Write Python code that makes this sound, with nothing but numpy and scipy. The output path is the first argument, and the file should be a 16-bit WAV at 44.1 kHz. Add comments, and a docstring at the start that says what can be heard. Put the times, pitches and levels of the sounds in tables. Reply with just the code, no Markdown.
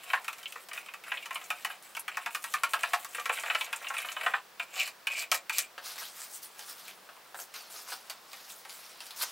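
"""A thin steel blade stirs paint in a plastic cup: impacts and stick-slip friction excite the damped modes of
blade, cup wall and bottom, and at last the blade is wiped off on the rim.
Then someone shuffles away and back, rubbing cloth (shaped friction noise) and nudging things on a bench
(short modal knocks). A closely spaced microphone pair with little bass hears it in a small workshop,
with a short diffuse room tail and a soft steady hiss."""
import sys
import numpy as np
from scipy import signal
from scipy.fft import rfft, irfft, next_fast_len
from scipy.io import wavfile
from scipy.ndimage import uniform_filter1d, map_coordinates

SR = 44100
rng = np.random.default_rng(int(sys.argv[2]) if len(sys.argv) > 2 else 0)


def boost_factor(decibels):
    """Convert a level in decibels to a linear amplitude factor."""
    exponent = np.asarray(decibels, float) / 20
    return 10 ** exponent


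def wrap_up_sound(samples):
    """Save the sound to the file named by the first command line argument, as 16-bit audio."""
    columns = np.atleast_2d(samples).T
    # keep every value between -1 and 1, then stretch to whole-number steps
    tamed = np.clip(columns, -1, 1)
    steps = np.round(tamed * 32767).astype(np.int16)
    wavfile.write(sys.argv[1], SR, steps)


N = 410571  # samples

# In the mode tables T60 is that of the free mode; contact damping divides it.
# Blows of the blade on the cup: t/s, wall level/dB, heard pitch f/Hz, blade over wall level/dB,
# crack over wall level/dB
TAPS = [(0.035, -42.5, 2500, 1, 3), (0.101, -30.5, 2370, 5, -22), (0.134, -13, 1730, -7.5, -31),
        (0.245, -36.5, 1110, 0, 7), (0.281, -23.5, 1160, 0, -2), (0.33, -39.5, 1300, 5, 8),
        (0.384, -48.5, 2500, 0, 12), (0.43, -46.5, 4000, 7, 12), (0.457, -46, 3350, 20, -12),
        (0.523, -46, 2700, 11.5, 15), (0.558, -29.5, 1020, -15, -14), (0.687, -39, 1140, -5, 7.5),
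        (0.714, -35, 1790, 2, -20), (0.733, -36, 1790, 2.5, 9), (0.776, -32, 1950, 4, -13),
        (0.861, -45.5, 2940, 5, 8.5), (0.886, -39, 1790, 4, -20), (0.938, -32.5, 1360, -2.5, -2),
        (1.038, -43, 1260, 6, 5.5), (1.118, -21.5, 1730, -4, -25), (1.172, -38, 3030, 10, -20),
        (1.225, -44.5, 1340, 9, 8), (1.258, -34.5, 3020, 1.5, 3.5), (1.308, -26, 1280, -5, -8),
        (1.356, -29, 1090, 4, -16), (1.414, -40.5, 1560, 3.5, 1), (1.504, -24, 1090, 2, 1.5),
        (1.648, -21, 1700, -3.5, 0), (1.7, -30, 1270, -14, -17), (1.95, -38, 2890, 3, 7),
        (1.968, -29, 1230, 0, 2), (2.08, -27, 3030, 2, -2), (2.171, -23, 1370, -5.5, -1.5),
        (2.261, -22, 1360, -3, -7), (2.348, -21.5, 1260, -3, 2.5), (2.441, -24, 1340, -11.5, 1.5),
        (2.539, -18, 1380, -8.5, 1), (2.635, -15.5, 1240, -5.5, -1.5), (2.735, -15.5, 1210, -6, -2.5),
        (2.834, -17, 1170, -4.5, -5.5), (2.934, -15, 1110, -4, -6), (3.047, -31.5, 1250, -22, 8.5),
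        (3.148, -27.5, 1340, -3.5, -9), (3.181, -27, 970, -7, -19), (3.197, -31, 3050, -0.5, -8),
        (3.257, -21, 1250, -6, -4), (3.295, -15.5, 1010, -6.5, -15), (3.374, -29.5, 1310, -10, -15),
        (3.385, -32.5, 2900, 2.5, -10), (3.436, -23, 1300, -11, -25), (3.46, -30.5, 2900, 0.5, -8),
        (3.5, -20, 1490, -0.5, -28), (3.507, -24.5, 2600, 0, -19), (3.549, -17.5, 1330, -2, -24),
        (3.61, -26, 3140, 4.5, -1), (3.729, -24, 1320, 0.5, -1), (3.845, -34, 2500, 1, -10),
        (3.868, -34, 1350, 6.5, -16), (3.902, -21, 1370, -19, -25), (3.94, -30, 1300, -5, -8),
        (3.967, -31.5, 1360, 7, -12), (3.983, -33, 1300, 8.5, -10), (4.047, -27.5, 1250, -3, -13),
        (4.087, -33, 3020, 7, -10), (4.115, -37, 2500, 4.5, -8), (4.166, -26, 930, -3.5, -14),
        (4.211, -26.5, 1280, -2, -19), (4.235, -30.5, 1300, -0.5, -12), (4.263, -14, 1380, -9.5, -25),
        (4.337, -16, 1400, -8.5, -30), (4.597, -26, 900, 3, -6), (4.739, -46, 1340, 10, -16),
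        (4.876, -34.5, 1370, -2, 9), (5.07, -26, 1820, 8, 4.5), (5.223, -36.5, 2370, 3, 10),
        (5.316, -19, 1000, 2, 9.5), (5.345, -27.5, 1860, -3, 12), (5.496, -24, 1120, 4, 3),
        (5.584, -33, 2000, 7, 24)]
# Modes of the paint-damped cup wall: f/Hz, level/dB, T60/s
WALL = [(706, 2.5, 0.082), (857.4, 2.5, 0.051), (926, 5, 0.063), (1000, 3.5, 0.049), (1099, 6, 0.054),
        (1250, 7, 0.05), (1320, 7.5, 0.051), (1458, 4, 0.066), (1600, 4.5, 0.048), (1733, 4.5, 0.049),
        (1900, 3.5, 0.039)]
# Modes of the steel blade: f/Hz, level/dB, T60/s
BLADE = [(2194, 1, 0.056), (2358, 7, 0.08), (2520, 4.5, 0.039), (2793, 1, 0.071), (2900, 0.5, 0.048),
         (3030, 1.5, 0.033), (3375, -2, 0.04), (3770, -7, 0.0093), (4330, -7, 0.064), (7500, -7, 0.13)]
# Modes of the cup bottom on the bench: f/Hz, level/dB, T60/s
BOTTOM = [(480.6, -1, 0.07), (600, -4, 0.025)]
# Spans with the cup off the bench: from t/s, to t/s
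LIFTED = [(1.96, 3.1), (4.5, 5.6)]
# Short bright skids of the blade's edge: t/s, peak level/dB, centre f/Hz
SKIDS = [(1.257, -34, 5600), (1.3467, -25, 9600), (1.441, -34.5, 6600), (1.625, -36, 4060),
         (1.825, -35, 9200), (1.9953, -20.5, 10300), (2.937, -25, 7900), (2.944, -22.5, 4760),
         (3.149, -24.5, 8900), (3.198, -29, 6850), (3.3984, -25, 7600), (3.549, -22, 4220),
         (3.6454, -26.5, 6740), (3.762, -26.5, 7800), (3.886, -28, 6600), (3.9823, -24.5, 8900),
         (4.003, -31.5, 4800), (4.019, -26.5, 11000), (4.1198, -27.5, 6840), (5.219, -33, 7150)]
# Pressure of the blade on the wall, heard as mean drag: t/s, drag level/dB
PRESSURE = [(0, -56), (.6, -64), (.67, -81), (1.0, -73), (1.1, -61), (1.6, -58), (1.8, -77), (2.1, -68),
            (2.5, -65), (3.1, -56), (3.45, -53), (3.8, -54), (4.0, -51), (4.33, -52), (4.42, -87)]
# Strokes round the wall between the blows: peak t/s, fall to -20 dB t/s, drag level/dB, grit level/dB
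STROKES = [(.045, 0, -48.5, -44), (.33, 0, -54, -49), (.385, 0.06, -55, -54), (.48, 0.1, -65, -52),
           (.6, 0.1, -71, -54), (.75, 0.17, -53, -50), (1.07, 0.1, -50, -54), (1.14, 0.1, -48, -53.5),
           (1.33, 0.12, -48, -48), (1.445, 0.3, -63, -53), (1.61, 0.06, -59, -54), (1.7, 0.08, -49, -50),
           (1.835, 0.14, -64, -51.5), (2.12, 0.2, -53, -62), (2.22, 0.05, -54, -48), (2.31, 0.3, -61, -50),
           (2.425, 0.3, -65, -50.5), (2.5, 0.08, -65, -50), (2.6, 0, -60, -48), (2.695, 0.14, -54, -47),
           (2.795, 0.17, -46, -48), (2.894, 0.13, -48, -46), (3.0, .06, -52.5, -45), (3.09, 0.25, -59, -49),
           (3.329, 0.12, -44.5, -41), (3.465, 0.13, -45.5, -52), (3.525, 0.2, -48, -51),
           (3.58, 0.2, -45, -49), (3.827, 0.03, -45.5, -48), (3.945, 0.06, -46, -47),
           (4.06, 0.04, -51, -45), (4.24, 0.01, -46, -41.5), (4.31, 0.01, -53, -53)]
# Spectral density of stirring grit: f/Hz, relative level/dB
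GRIT = [(1000, -27), (3000, -1), (5000, -6), (8000, 1.5), (12000, -1.5), (15500, -3)]
# Wipes on the rim: peak t/s, rise from -20 dB t/s, fall to -20 dB t/s, drag level/dB, grit level/dB
WIPES = [(4.635, 0.05, 0.02, -44.5, -50), (4.81, 0.09, 0.0657, -31.5, -36),
         (4.87, 0.04, 0.05, -45.5, -42.5), (5.08, -0.01, 0.09, -34, -52), (5.13, 0.04, 0.07, -41.5, -45),
         (5.19, 0.04, 0.05, -36, -35), (5.225, 0.03, 0.04, -40, -45), (5.325, -0.0042, 0.027, -34.5, -33),
         (5.35, 0.02, 0.04, -37.5, -35.5), (5.505, -0.03, 0.0951, -31.5, -37),
         (5.53, 0.01, 0.08, -42, -38.5), (5.59, 0.0433, 0.0627, -38, -34)]
# Spectral density of rim grit: f/Hz, relative level/dB
RASP = [(1500, -20), (3000, -8), (4300, 0), (6000, -7.5), (7500, 3), (10000, -9.5), (15500, -8.5)]
# Steps and things nudged on the bench: t/s, level/dB, pitch f/Hz, tick level/dB relative to the knock
KNOCKS = [(5.779, -28.5, 1700, -14), (5.958, -32, 1600, -3), (6.019, -33, 1610, -12), (6.593, -35, 1130, 4),
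          (6.881, -33, 2420, 0), (7.09, -30, 950, -30), (7.166, -41.5, 1790, -6), (7.345, -27.5, 1300, -10),
          (7.39, -30.5, 1300, -20), (7.54, -35, 4800, 0), (7.555, -36, 1300, -20),
          (7.741, -37.5, 1340, -3.5), (7.921, -27.5, 1550, -10), (7.925, -32.5, 4900, -7),
          (8.098, -30, 4560, 3), (8.101, -33.5, 1090, -20), (8.332, -31, 1750, -2), (8.5, -36, 3600, -3),
          (8.651, -35.5, 1900, -4), (8.695, -37.5, 4400, 2), (8.895, -43, 1800, 1),
          (9.005, -29.5, 2610, -7.5), (9.066, -41.5, 4970, 9), (9.108, -32.5, 4300, -3),
          (9.214, -25.5, 4230, -8), (9.219, -30, 2380, -20), (9.245, -28, 6340, -6)]
# Modes of the wooden bench: f/Hz, level/dB, T60/s
BENCH = [(775, 2, 0.011), (1220, 1.5, 0.013), (1750, -3, 0.009), (2600, -5.5, 0.0037), (4800, -6, 0.0068)]
# How busily the person moves: t/s, mean swish level/dB
MOVING = [(5.76, -79), (5.86, -52), (6.1, -50), (6.3, -58.5), (7.0, -66), (7.5, -68), (7.56, -58),
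          (7.85, -57), (8.2, -62.5), (8.65, -64), (8.72, -55.5), (8.95, -62.5), (9.31, -57)]
# Swishes of soles and cloth: peak t/s, rise from -20 dB t/s, fall to -20 dB t/s, swish level/dB, body level/dB
SWISHES = [(5.865, 0.05, 0.12, -43.5, -43.5), (5.98, 0, 0.16, -43.5, -44.5), (6.02, 0, 0.12, -53, -48.5),
           (6.23, .09, 0.06, -44, -48.5), (6.35, 0.07, 0.06, -42, -62), (6.435, 0.02, 0.06, -43.5, -57),
           (6.61, 0.08, 0.1, -50, -52), (6.705, 0.07, .065, -42, -48.5), (6.8, 0.06, 0.03, -48, -55.5),
           (6.885, 0.2, 0.08, -54, -52), (7.28, -0.1, .05, -56, -70), (7.41, 0.055, .05, -40, -65),
           (7.545, .01, 0.12, -47.5, -45.5), (7.7, 0, 0.17, -45.5, -54), (7.755, 0, 0.13, -49, -49.5),
           (7.898, 0.04, 0.07, -44.5, -48), (7.928, 0.03, 0.07, -46, -47), (8.102, .003, .04, -47, -46),
           (8.335, .004, -0.04, -47.5, -45), (8.41, 0.2, 0.14, -54.5, -53.5),
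           (8.505, 0.04, 0.06, -48, -55.5), (8.56, .015, 0.14, -53, -62), (8.7, .02, 0.2, -50, -60),
           (8.895, 0.16, 0.1, -57, -55.5), (9.01, .006, 0.4, -53.5, -54), (9.07, -0.05, 0.1, -43.5, -58),
           (9.12, -0.02, 1.5, -48.5, -49.5), (9.24, .06, 0, -31, -37)]
# Spectral density of the bright swish: f/Hz, relative level/dB
SWISH = [(2500, -20), (4500, -11), (6500, -8), (9000, -5.5), (15700, -9)]
# Spectral density of the dull rubbing: f/Hz, relative level/dB
BODY = [(200, -45), (450, -15), (900, -10), (1200, -5), (1900, -10), (5200, -6), (7000, -16), (11000, -45)]
# A faint falling squeak: t/s, mean pitch f/Hz, level/dB
SQUEAK = [(7.56, 4800, -66), (7.6, 4600, -55), (7.69, 4200, -60)]
# Decay of the room: f/Hz, T60/s
ROOM = [(300, 0.29), (1000, 0.16), (3000, 0.12), (10000, 0.068)]
# Left-right correlation of the room tail: f/Hz, correlation [-]
ECHO_ALIKE = [(300, 1), (1000, 1), (2200, 0.955), (5000, 0.96), (12000, 0.81)]
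# Spectral density of the hiss: f/Hz, relative level/dB
HISS = [(40, -21.5), (110, -19), (170, -12), (250, -12.5), (400, -7), (700, -3), (1200, -3), (2500, -8.5),
        (5400, -12.5), (6600, -16), (13500, -19), (15300, -13.5)]
# Left-right correlation of the hiss: f/Hz, correlation [-]
ALIKE = [(60, 0), (180, 0.85), (600, 0.73), (5000, 0.73), (15000, 0.82)]

# A high pitch is the blade's, a low one the wall's; the other body keeps to its usual pitch.
BLADE_FROM_HZ, WALL_HZ, BLADE_HZ = 2100, 1300, 2550
BLADE_SCATTER = 0.04  # natural log of frequency, rms
RIM_FROM_S, RIM_BLADE_HZ = 4.5, 2370  # on the rim the same part of the blade lands each time
# A blow low on the wall (low pitch) shakes the bottom more; level stated at 1 kHz.
THUD_DB, THUD_DB_PER_OCTAVE = -11.5, 17.5
LIFTED_DB = -30  # change of the thud while the cup is lifted
RATTLE_S, RATTLE_GROWS = 0.04, 0.17  # length for a -20.5 dB blow; dB of length per dB of blow
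RATTLE_HOLDS = 1.3  # exponent: 1 dies evenly, more holds on and then drops
TRAIL_DB, TRAIL_FALL_S, TRAIL_GRIT_DB = -28.5, 0.062, -12  # drag re blow, fall to -20 dB, grit re drag
PRESSURE_GRIT_DB = -2  # grit re drag
STROKE_RISE_S = 0.01  # from -20 dB
BLADE_ROUND, SWISH_ROUND = 1.4, 1.7  # swell exponents: 1 pointed, 2 bell-shaped
THING_DB, THING_T60_S = 0.5, 0.013  # the nudged thing's own free mode
BACK_S = 7.5
AWAY_BODY_DB, BACK_BODY_DB = -4.5, 1  # dull rubbing re steady swish: walking off, and busy at the bench
HISS_DB = -54.5
HUM_HZ, HUM_WIDTH_HZ = 195, 16
HUM_DB, HUM_WAVERS_DB = -29.5, 4  # mean re hiss, and scale of its wavering
BASS_CUT_HZ, TOP_HZ = 360, 15800


def taps():
    """Impact excitation: each blow rings wall, blade and bottom, and snaps and skids on for a moment."""
    out, t = np.zeros(N + SR), np.arange(SR // 8) / SR
    for (s, db, hz, blade_db, crack_db), luck in zip(TAPS, rng.standard_normal(len(TAPS))):
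        usual_blade_hz = BLADE_HZ * np.exp(BLADE_SCATTER * luck) if s < RIM_FROM_S else RIM_BLADE_HZ
        wall_hz, blade_hz = (WALL_HZ, hz) if hz > BLADE_FROM_HZ else (hz, usual_blade_hz)
        lifted = any(up < s < down for up, down in LIFTED)
        thud_db = min(THUD_DB - THUD_DB_PER_OCTAVE * np.log2(wall_hz / 1000), -3)
        thud_db += LIFTED_DB * lifted
        rattle = RATTLE_S * boost_factor(RATTLE_GROWS * (db + 20.5))  # harder blows rattle longer
        wall = ring(favour(WALL, wall_hz, 4.3), t, rattle)
        blade = ring(favour(BLADE, blade_hz, 12.5), t, 0.035)
        thud = ring(BOTTOM, t, 0.031)
        snap = crack(t, 0.0031, 6600) + boost_factor(-8.0) * crack(t, 0.089, 3500)
        blow = wall + boost_factor(blade_db) * blade + boost_factor(thud_db) * thud + boost_factor(crack_db) * snap
        out[round(s * SR):][:len(t)] += boost_factor(db) * blow
    return out[:N]


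def favour(modes, hz, db_per_octave):
    """Modal participation: the place struck favours the modes near its pitch."""
    return [(c, db - db_per_octave * abs(np.log2(c / hz)), t60) for c, db, t60 in modes]


def ring(modes, t, rattle):
    """Modal synthesis: a sharp blow and the rattle after it drive scattered modes; peak 1."""
    luck = rng.standard_normal((len(modes), 2))
    struck = [(hz * (1 + 0.008 * a), db + 2 * b, t60) for (hz, db, t60), (a, b) in zip(modes, luck)]
    # the rattle has fallen 60 dB at time rattle
    force = boost_factor(-60 * (t / rattle) ** RATTLE_HOLDS) * rng.standard_normal(len(t))
    force = force + boost_factor(21) * (t == 0)
    x = filtered(force, resonant(struck, 2.53))
    return x / np.abs(x).max()


def resonant(modes, damping):
    """Superposed damped resonators: a causal response whose bandwidths grow with contact damping."""
    def response(f):
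        total = 0
        for k, (centre, db, t60) in enumerate(modes):
            width = damping * np.log(1000) / (np.pi * t60)
            mode = 1j * f * width / (centre * centre - f * f + 1j * f * width)
            total = total + (-1) ** k * boost_factor(db) * mode
        return total
    return response


def crack(t, t60, low_hz):
    """Broadband contact transient: decaying noise, high-passed and duller at the very top; peak 1."""
    band = lambda hz: (1j * hz / (low_hz + 1j * hz)) ** 2 / (1 + 1j * hz / 9000) ** 2
    x = filtered(boost_factor(-60 * t / t60) * rng.standard_normal(len(t)), band)
    return x / np.abs(x).max()


def filtered(x, response):
    """Linear filtering: the spectrum of x times a complex response of frequency."""
    m = next_fast_len(x.shape[-1] + 8192)
    return irfft(rfft(x, m) * response(np.fft.rfftfreq(m, 1 / SR)), m)[..., :x.shape[-1]]


def skids():
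    """Noise-driven resonance: each skid is a burst of noise in one treble mode."""
    out, t = np.zeros(N + SR), np.arange(SR // 10) / SR
    for s, db, hz in SKIDS:
        out[round(s * SR):][:len(t)] += boost_factor(db) * ring([(hz, 0, 0.0025)], t, 0.052)
    return out[:N]


def stirring():
    """Friction grows with pressure: wavering steady drag, strokes, and a trail after each blow in paint."""
    steady = gains(PRESSURE)[0] * boost_factor(3.4 * wobble(18)) * boost_factor([[0], [PRESSURE_GRIT_DB]])
    strokes = [(s, STROKE_RISE_S, *rest) for s, *rest in STROKES]
    trails = []
    for s, db, *_ in TAPS:
        if s < RIM_FROM_S:
            trail_db = db + TRAIL_DB
            trails.append((s + 0.014, 0.01, TRAIL_FALL_S, trail_db, trail_db + TRAIL_GRIT_DB))
    effort = np.hypot(steady, swells(strokes + trails, BLADE_ROUND))
    return drag(effort, BLADE, GRIT, damping=5.7, wall_db=-1.5)


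def wiping():
    """Friction on a fixed contact: the rim favours one blade pitch and damps the blade less than paint."""
    edge = favour(BLADE[:-1], RIM_BLADE_HZ, 16) + BLADE[-1:]
    return drag(swells(WIPES, BLADE_ROUND), edge, RASP, damping=1.9, wall_db=-6.0)


def drag(effort, edge, colour, damping, wall_db):
    """Stick-slip excitation: slips of the blade drive blade and wall modes; the finest ones hiss."""
    drag_gain, grit_gain = effort
    rub = lambda response, spiky_db: grains(response, spiky_db, patchy_db=3)
    blade = rub(resonant(edge, damping), 6)
    wall = rub(resonant(WALL + BOTTOM, 4), 6)
    grit = rub(lambda hz: boost_factor(along(colour, hz)), 4)
    return drag_gain * (blade + boost_factor(wall_db) * wall) + grit_gain * grit


def grains(spectrum, spiky_db, patchy_db):
    """Granular friction noise: tiny slips of scattered size, coloured, in random patches; rms 1."""
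    slips = rng.standard_normal(N) * boost_factor(spiky_db * wobble(900))
    z = signal.stft(slips, nperseg=256)[2]
    field = uniform_filter1d(rng.standard_normal(z.shape), size=13, axis=0)  # over frequency
    field = uniform_filter1d(field, size=11, axis=1)  # over time
    patched = signal.istft(z * boost_factor(patchy_db * unit(field)), nperseg=256)[1][:N]
    return unit(filtered(patched, spectrum))


def swells(rows, roundness):
    """Incoherent addition: swells rise and fade about their peaks and their powers add; two gain curves."""
    power, t = np.zeros((2, N)), np.arange(N) / SR
    for s, rise, fall, *db in rows:
        # cut at twice rise and fall; a negative one moves that cut past the peak
        near = slice(max(round((s - 2 * rise) * SR), 0), round((s + 2 * fall) * SR))
        away = np.where(t[near] < s, (s - t[near]) / rise, (t[near] - s) / fall)
        power[:, near] += boost_factor(np.c_[db] - 20 * away ** roundness) ** 2
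    return np.sqrt(power)


def gains(rows):
    """Logarithmic level interpolation: one gain curve for each dB column, silent outside the table."""
    s, *cols = np.transpose(rows)
    return [boost_factor(np.interp(np.arange(N) / SR, s, c, left=-200, right=-200)) for c in cols]


def wobble(rate):
    """Band-limited fluctuation: a smooth random curve, rate knots a second."""
    return map_coordinates(rng.standard_normal(int(N * rate / SR) + 4), [np.arange(N) * rate / SR])


def unit(x):
    """Power normalisation: scaled to rms 1."""
    return x / np.sqrt(np.mean(x ** 2) + 1e-20)


def along(points, hz):
    """Logarithmic frequency scale: (f, value) points interpolated on it."""
    f, v = np.transpose(points)
    return np.interp(np.log(hz + 1), np.log(f + 1), v)


def knocks():
    """Soft impact: bench modes and the thing's own, muffled above the pitch struck, with a bright tick."""
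    out, t = np.zeros(N + SR), np.arange(SR // 10) / SR
    for s, db, hz, tick_db in KNOCKS:
        modes = sorted(favour(BENCH, hz, 7) + [(hz, THING_DB, THING_T60_S)])
        soft = filtered(ring(modes, t, 0.074), lambda f: 1 / (1 + 1j * f / (2.5 * hz)))
        tick = crack(t, 0.005, 2500) + boost_factor(-5) * crack(t, 0.07, 4500)
        out[round(s * SR):][:len(t)] += boost_factor(db) * (soft + boost_factor(tick_db) * tick)
    return out[:N]


def shuffle():
    """Shaped friction noise: soles and cloth swish brightly over a duller rubbing."""
    body_db = np.where(np.arange(N) < BACK_S * SR, AWAY_BODY_DB, BACK_BODY_DB)
    steady = gains(MOVING)[0] * boost_factor(1.2 * wobble(15)) * boost_factor([np.zeros(N), body_db])
    swish_gain, body_gain = np.hypot(steady, swells(SWISHES, SWISH_ROUND))
    rub = lambda spectrum: grains(lambda hz: boost_factor(along(spectrum, hz)), spiky_db=3, patchy_db=2.6)
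    return swish_gain * rub(SWISH) + body_gain * rub(BODY)


def squeak():
    """Frequency modulation: a thin, slightly unsteady sine tone."""
    s, hz, db = np.transpose(SQUEAK)
    pitch = np.interp(np.arange(N) / SR, s, hz) * (1 + 0.01 * wobble(150))
    return gains(np.c_[s, db])[0] * np.sin(2 * np.pi * np.cumsum(pitch) / SR)


def room(x):
    """Diffuse reverberation: a noise tail drawn anew every quarter second, with its own decay per frequency."""
    out, step = np.zeros((2, N + SR)), SR // 4
    for start in range(0, N, step):
        hz, t, z = signal.stft(rng.standard_normal((2, SR // 3)), SR, nperseg=256)
        decay = boost_factor(-60 * t / along(ROOM, hz)[:, None])
        tail = signal.istft(z * decay, SR, nperseg=256)[1]
        tail = spread(tail / np.linalg.norm(tail[0]), ECHO_ALIKE)
        wet = signal.fftconvolve(x[None, start:start + step], tail, axes=1)
        out[:, start + SR // 300:][:, :wet.shape[1]] += wet  # about 3 ms late
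    return out[:, :N]


def spread(pair, alike):
    """Interchannel correlation: two unrelated noises mixed to a given left-right likeness."""
    turn = lambda hz: np.arccos(np.clip(along(alike, hz), -1, 1)) / 2
    mid, side = filtered(pair, lambda hz: np.array([np.cos(turn(hz)), np.sin(turn(hz))]))
    return np.array([mid + side, mid - side])


def hiss():
    """Stationary noise of room and microphones, with a narrow-band low hum that wavers in level."""
    hum_band = lambda hz: np.exp(-((hz - HUM_HZ) / HUM_WIDTH_HZ) ** 2)
    hum = unit(filtered(rng.standard_normal(N), hum_band))
    pair = spread(rng.standard_normal((2, N)), ALIKE)
    noise = unit(filtered(pair, lambda hz: boost_factor(along(HISS, hz))))
    return boost_factor(HISS_DB) * (noise + boost_factor(HUM_DB + HUM_WAVERS_DB * wobble(2.5)) * hum)


def scene():
    """Superposition of direct and diffuse sound: cup and shuffling, both nearly centred, with room tails."""
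    cup = taps() + skids() + stirring() + wiping()
    far = knocks() + shuffle() + squeak()
    direct = cup * boost_factor([[0.15], [-0.15]]) + far * boost_factor([[0.25], [-0.25]])  # left, right
    return direct + room(boost_factor(-7) * cup + boost_factor(-7.5) * far)


def roll_off(x):
    """The treble ends steeply here."""
    return signal.sosfilt(signal.butter(12, 17020, fs=SR, output="sos"), x)


def record(dry):
    """Band limiting: a steep bass cut on the scene, then steady hiss, and little left above the top limit."""
    thin = filtered(dry, lambda hz: (1j * hz / (BASS_CUT_HZ + 1j * hz)) ** 3)
    limited = filtered(thin + hiss(), lambda hz: np.where(hz < TOP_HZ, 1, boost_factor(-36)))
    return roll_off(limited)


dry = scene()
out = record(dry)
wrap_up_sound(out)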